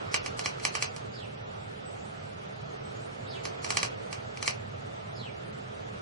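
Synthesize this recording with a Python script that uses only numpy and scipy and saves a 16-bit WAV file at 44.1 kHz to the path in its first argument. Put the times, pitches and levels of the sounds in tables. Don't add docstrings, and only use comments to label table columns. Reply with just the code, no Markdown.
import sys
import numpy as np
from scipy import signal
from scipy.fft import rfft, irfft, dct, next_fast_len
from scipy.io import wavfile
from scipy.ndimage import uniform_filter1d, map_coordinates

SR = 44100
rng = np.random.default_rng(int(sys.argv[2]) if len(sys.argv) > 2 else 0)


def voltage_ratio(decibels):
    exponent = np.asarray(decibels, float) / 20
    return 10 ** exponent


def waveform_to_disk(signal):
    frames = np.transpose(np.atleast_2d(signal))
    scaled = np.clip(frames, -1, 1) * 32767
    samples = np.round(scaled).astype(np.int16)
    wavfile.write(sys.argv[1], SR, samples)


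N = 265041


def unit(x):
    return x / np.sqrt(np.mean(x ** 2) + 1e-20)


def along(points, hz):
    f, v = np.transpose(points)
    return np.interp(np.log(hz + 1), np.log(f + 1), v)


def wobble(rate):
    knots = rng.standard_normal(int(N * rate / SR) + 4)
    return map_coordinates(knots, [np.arange(N) * rate / SR])


def filtered(x, response):
    m = next_fast_len(x.shape[-1] + 8192)
    spectrum = rfft(x, m) * response(np.fft.rfftfreq(m, 1 / SR))
    return irfft(spectrum, m)[..., :x.shape[-1]]


def tail(decays, seconds):
    hz, t, z = signal.stft(rng.standard_normal((2, int(seconds * SR))), SR, nperseg=128)
    fade = voltage_ratio(-60 * t / along(decays, hz)[:, None])
    noise = signal.istft(z * fade, SR, nperseg=128)[1]
    return noise / np.linalg.norm(noise[0])


# (f/Hz, correlation)
LIKENESS = [(60, 0.94), (190, 1), (260, 0), (330, -0.72), (700, -0.8), (1500, -0.62), (2600, -.45),
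            (5000, 0.15)]
# (f/Hz, left-right level/dB)
LEFT_LEAN = [(60, -4), (220, -2), (800, -4), (2910, -0.5), (10600, -0.5)]


def diffuse(x, spectrum):
    def blend(hz):
        turn = np.arccos(np.clip(along(LIKENESS, hz), -1, 1)) / 2
        return voltage_ratio(along(spectrum, hz)) * np.array([np.cos(turn), np.sin(turn)])

    def lean(hz):
        db = along(LEFT_LEAN, hz)
        return voltage_ratio(np.array([db / 2, -db / 2]))

    mid, side = filtered(x, blend)
    return filtered(np.array([mid + side, mid - side]), lean)


# (f/Hz, width f/Hz, level/dB)
MOUTH_RESONANCES = [(724, 260, 1), (1120, 810, 0.5), (2503, 900, 2), (4510, 2900, 0.5), (5960, 230, 3),
                    (8070, 230, -2.5), (10380, 2300, -4.5)]
# (f/Hz, inner width f/Hz, outer width f/Hz)
CHEEK_HOLLOWS = [(3580, 30, 750), (6800, 200, 900), (8550, 250, 700)]


def mouth(hz, hollow_db, bright_db, stretch):
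    f = hz / stretch
    peaks = 0
    for c, width, db in MOUTH_RESONANCES:
        gain = voltage_ratio(db + hollow_db * (c < 1500) + bright_db * (c > 3500))
        polarity = np.sign(7000 - c)
        peaks = peaks + polarity * gain * 1j * f * width / (c * c - f * f + 1j * f * width)
    dips = 1
    for c, inner, outer in CHEEK_HOLLOWS:
        dips = dips * (c * c - hz * hz + 1j * hz * inner) / (c * c - hz * hz + 1j * hz * outer)
    return peaks * dips / (1 + 1j * hz / 6500) ** 2


def ports(hz):
    left = .78j * hz / (1700 + 1j * hz) * np.exp(2j * np.pi * hz / SR)
    return np.array([left, 1 + 0 * hz])


# (delay t/ms, left level/dB, right level/dB)
SURFACES = [(0, 0, 0), (.43, -3, -30), (.52, -30, -4), (.92, -1, -.5), (2.62, -5, -7), (3.4, -14, -9),
            (4.4, -14, -10), (18.8, -6, -20), (21.2, -16, -13), (31, -20, -18)]


def echoes(hz, scatter):
    total = 0
    for (ms, left, right), (a, b) in zip(SURFACES, scatter):
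        gain = voltage_ratio([[left + 1.5 * a], [right + 1.5 * a]])
        total = total + gain * np.exp(-2j * np.pi * hz * (ms + .012 * b) / 1000)
    return total


# (t/s, peak level/dB, hollowness level/dB, brightness level/dB)
JAW_CLICKS = [(0.1419, -1, -2.5, -2.5), (0.2606, -13, -2, 1), (0.392, -17, 5.5, 7.5), (0.4586, -7, 0.5, 0),
              (0.5981, -22.5, -3, -1.5), (0.6503, -4, -2.5, 1.5), (0.7512, -7, 1.5, -1.5),
              (0.8236, -6, -2, 2), (0.9627, -29.5, 8.5, 10.5), (3.4529, -18, 5, 5.5), (3.6445, -16, 5.5, 5),
              (3.704, -10.5, 4, 4.5), (3.7697, -5, 1, 3.5), (3.8292, -7, 1, 2), (4.127, -17.5, 2, 2.5),
              (4.372, -20.5, -10, -3.5), (4.426, -16, 3, 6.5), (4.4769, -4.5, -2, 1)]
# (f/Hz, t60/s)
ROOM_DECAY = [(300, 0.067), (800, 0.27), (2100, 0.25), (5500, 0.19), (10000, 0.15)]


def cat():
    lead, length = 256, 16384
    out = np.zeros((2, N + length))
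    tap = np.eye(1, length, lead)[0]
    walls = tail(ROOM_DECAY, seconds=.3)
    for s, db, hollow_db, bright_db in JAW_CLICKS:
        scatter = rng.standard_normal((len(SURFACES), 2))
        gape = 1 + 0.037 * scatter[0, 1]
        click = voltage_ratio(db + 11.5) * filtered(tap, lambda hz: mouth(hz, hollow_db, bright_db, gape))
        near = filtered(click, lambda hz: ports(hz) * echoes(hz, scatter))
        answer = .8 * walls + .6 * tail(ROOM_DECAY, seconds=.3)
        late = signal.fftconvolve(np.pad(click, (130, 0))[None], answer, axes=1)[:, :length]
        late = voltage_ratio(1) * diffuse(late, [(400, -4), (1500, -1), (8000, -2)])
        start = round(s * SR) - lead + 40
        out[:, start:start + length] += near + late
    return out[:, :N]


# (top t/s, fall t/s, level/dB, upswing t/s)
FALLING_SLURS = [
    (1.14, .127, -58, 0.016),
    (3.293, 0.096, -57, 0.037),
    (5.155, .145, -58.5, .015),
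]
# (share of the fall, level/dB)
FALL_SWELL = [(0, -5), (.3, -3), (.65, 0), (1, -8)]


def slurs():
    top_hz, end_hz, sag, upswing_oct_per_s = 5110, 2116, 0.94, 23
    share = np.linspace(0, 1, num=12)
    fall_hz = top_hz * (end_hz / top_hz) ** (share ** sag)
    swell_db = np.interp(share, *np.transpose(FALL_SWELL))
    notes = []
    for s, fall, db, up in FALLING_SLURS:
        upswing = (s - up, top_hz * 2 ** (-upswing_oct_per_s * up), db - 3.5)
        notes.append([upswing, *zip(s + fall * share, fall_hz, db + swell_db)])
    return notes


# (tick t/s, tick level/dB, pause from tick onset t/s, rise level/dB)
FAR_PHRASES = [
    (1.855, -65.5, .1, -77),
    (2.84, -70, 0.091, -76),
]


def phrases():
    tick_s, tick_hz, drop_hz, fade_db = .045, 8150, 600, 12
    rise_s, from_hz, to_hz = .14, 6100, 9300
    ticks, rises = [], []
    for s, tick_db, gap, rise_db in FAR_PHRASES:
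        ticks.append([(s, tick_hz, tick_db), (s + tick_s, tick_hz - drop_hz, tick_db - fade_db)])
        rises.append([(s + gap, from_hz, rise_db), (s + gap + rise_s, to_hz, rise_db)])
    return ticks + rises


def whistle(notes, burr_hz, burr):
    out = np.zeros(N)
    for note in notes:
        s, hz, db = np.transpose(note)
        t = np.arange(round(s[0] * SR), round(s[-1] * SR))
        beat = np.sin(2 * np.pi * burr_hz * t / SR + rng.uniform(0, 6.3))
        pitch = np.interp(t / SR, s, hz) * (1 + .045 * burr * beat)
        tone = np.sin(2 * np.pi * np.cumsum(pitch) / SR)
        level = voltage_ratio(np.interp(t / SR, s, db) + 15) * (1 + burr * beat)
        out[t] = level * signal.windows.tukey(len(t), .15) * tone
    return out


def birds():
    song = whistle(slurs(), burr_hz=83.5, burr=0.65) + whistle(phrases(), burr_hz=60, burr=0.16)
    song = song * voltage_ratio(2 * wobble(60))
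    fronts = tail([(2000, 0.2), (8000, 0.31)], seconds=0.19)
    yard = signal.fftconvolve(np.pad(song, (200, 0))[None], fronts, axes=1)[:, :N]
    mid, side = voltage_ratio(-1.5) * yard
    return song * voltage_ratio([[-10], [-8]]) + np.array([mid + 0.63 * side, mid - 1.2 * side])


def rush(spectrum, patchy_db):
    z = signal.stft(rng.standard_normal((2, N)), nperseg=512)[2]
    field = uniform_filter1d(rng.standard_normal(z.shape[1:]), size=6, axis=0)
    field = uniform_filter1d(field, size=12, axis=1)
    noise = signal.istft(z * voltage_ratio(patchy_db * unit(field)), nperseg=512)[1][:, :N]
    pair = diffuse(noise, spectrum)
    return pair / np.std(pair.mean(axis=0))


# (f/Hz, level/dB per Hz)
TRAFFIC_HUM = [(12, -54), (20, -27), (37, -16.5), (64, -15), (97, 1.5), (140, 1), (171, -6.5), (199, -5),
               (275, -12.5), (340, -41), (440, -43), (750, -120)]
# (f/Hz, level/dB per Hz)
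AIR_WASH = [(150, -27.5), (260, -9.5), (334, -5.5), (423, 2), (502, -1), (666, -1), (1050, -9.5),
            (1290, -5.5), (1630, -12), (3350, -18), (4810, -25.5), (7820, -35), (11000, -60), (14400, -84),
            (22000, -120)]
# (t/s, level/dB)
AIR_SWELL = [(0.0, -45), (0.77, -48), (1.04, -48.5), (1.24, -49.5), (3.21, -48), (3.65, -46), (4.74, -49),
             (6.01, -48.5)]


def town():
    breeze_db = np.interp(np.arange(N) / SR, *np.transpose(AIR_SWELL))
    hum = voltage_ratio(-45.5 + 0.19 * wobble(16)) * rush(TRAFFIC_HUM, patchy_db=1.0)
    wash = voltage_ratio(breeze_db + 0.52 + 0.23 * wobble(1.9)) * rush(AIR_WASH, patchy_db=1.0)
    return hum + wash


def scene():
    return cat() + birds() + town()


# (f/Hz, masking level over rounding step level/dB)
GRAIN = [(200, 16), (800, 9), (1600, 6), (2800, 4), (3700, -1.5), (5200, 0), (7000, -2.5), (8500, -5.5),
         (10300, -5)]
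# (f/Hz, level/dB)
FINEST_GRAIN = [(3000, -62), (4500, -53.5), (5500, -49), (7000, -47.5), (8500, -48), (10000, -44),
                (11500, -42)]


def camera_grain(x, hangover_db, spread_db, scatter_db):
    n, start, band = 1024, 330, 16
    pair = np.array([x[0] + x[1], x[0] - x[1]]) / 2
    pair = np.pad(pair, ((0, 0), (n + start, 2 * n)))
    count = pair.shape[1] // n - 1
    window = np.sin(np.pi * (np.arange(2 * n) + .5) / (2 * n))
    where = np.arange(count)[:, None] * n + np.arange(2 * n)
    a, b, c, d = np.split(pair[:, where] * window, 4, axis=2)
    folded = np.concatenate([-c[..., ::-1] - d, a - b[..., ::-1]], axis=2)
    lines = dct(folded, type=4, norm="ortho")
    power = np.mean(lines.reshape(2, count, -1, band) ** 2, axis=(0, 3))
    level_db = 10 * np.log10(power + 1e-14)
    bands = np.arange(n // band)
    distance = abs(bands[:, None] - bands)
    mask_db = np.max(level_db[:, None] - spread_db * distance, axis=2)
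    later = [np.pad(mask_db, ((j, 0), (0, 0)), "edge")[:count] - hangover_db * j for j in range(6)]
    mask_db = np.max(later, axis=0)
    luck = rng.standard_normal((count, len(bands))) + .55 * rng.standard_normal((count, 1))
    hz = (bands + .5) * band * SR / (2 * n)
    step_db = np.maximum(mask_db - along(GRAIN, hz), along(FINEST_GRAIN, hz)) + scatter_db * luck
    step = np.repeat(voltage_ratio(step_db), band, axis=1)
    rounded = np.sign(lines) * np.floor(abs(lines) / step + .34) * step
    u, v = np.split(dct(rounded, type=4, norm="ortho"), 2, axis=2)
    blocks = np.concatenate([v, -v[..., ::-1], -u[..., ::-1], -u], axis=2) * window
    joined = blocks[:, 1:, :n] + blocks[:, :-1, n:]
    mid, side = joined.reshape(2, -1)[:, start:start + N]
    return np.array([mid + side, mid - side])


def band_limit(x):
    return signal.sosfilt(signal.butter(12, 11190, fs=SR, output="sos"), x)


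# (f/Hz, level/dB per Hz)
MIC_HISS = [(2500, -47.5), (4500, -3.5), (7000, 0.5), (9000, -1), (11000, -5.5), (13000, -39)]


def record(dry):
    miked = filtered(dry, lambda hz: 1 / (1 + (hz / 11100) ** 40))
    miked = miked + voltage_ratio(-64.5) * rush(MIC_HISS, patchy_db=2.7)
    mix = camera_grain(miked, hangover_db=5, spread_db=4, scatter_db=3.5)
    return band_limit(mix)


dry = scene()
out = record(dry)
waveform_to_disk(out)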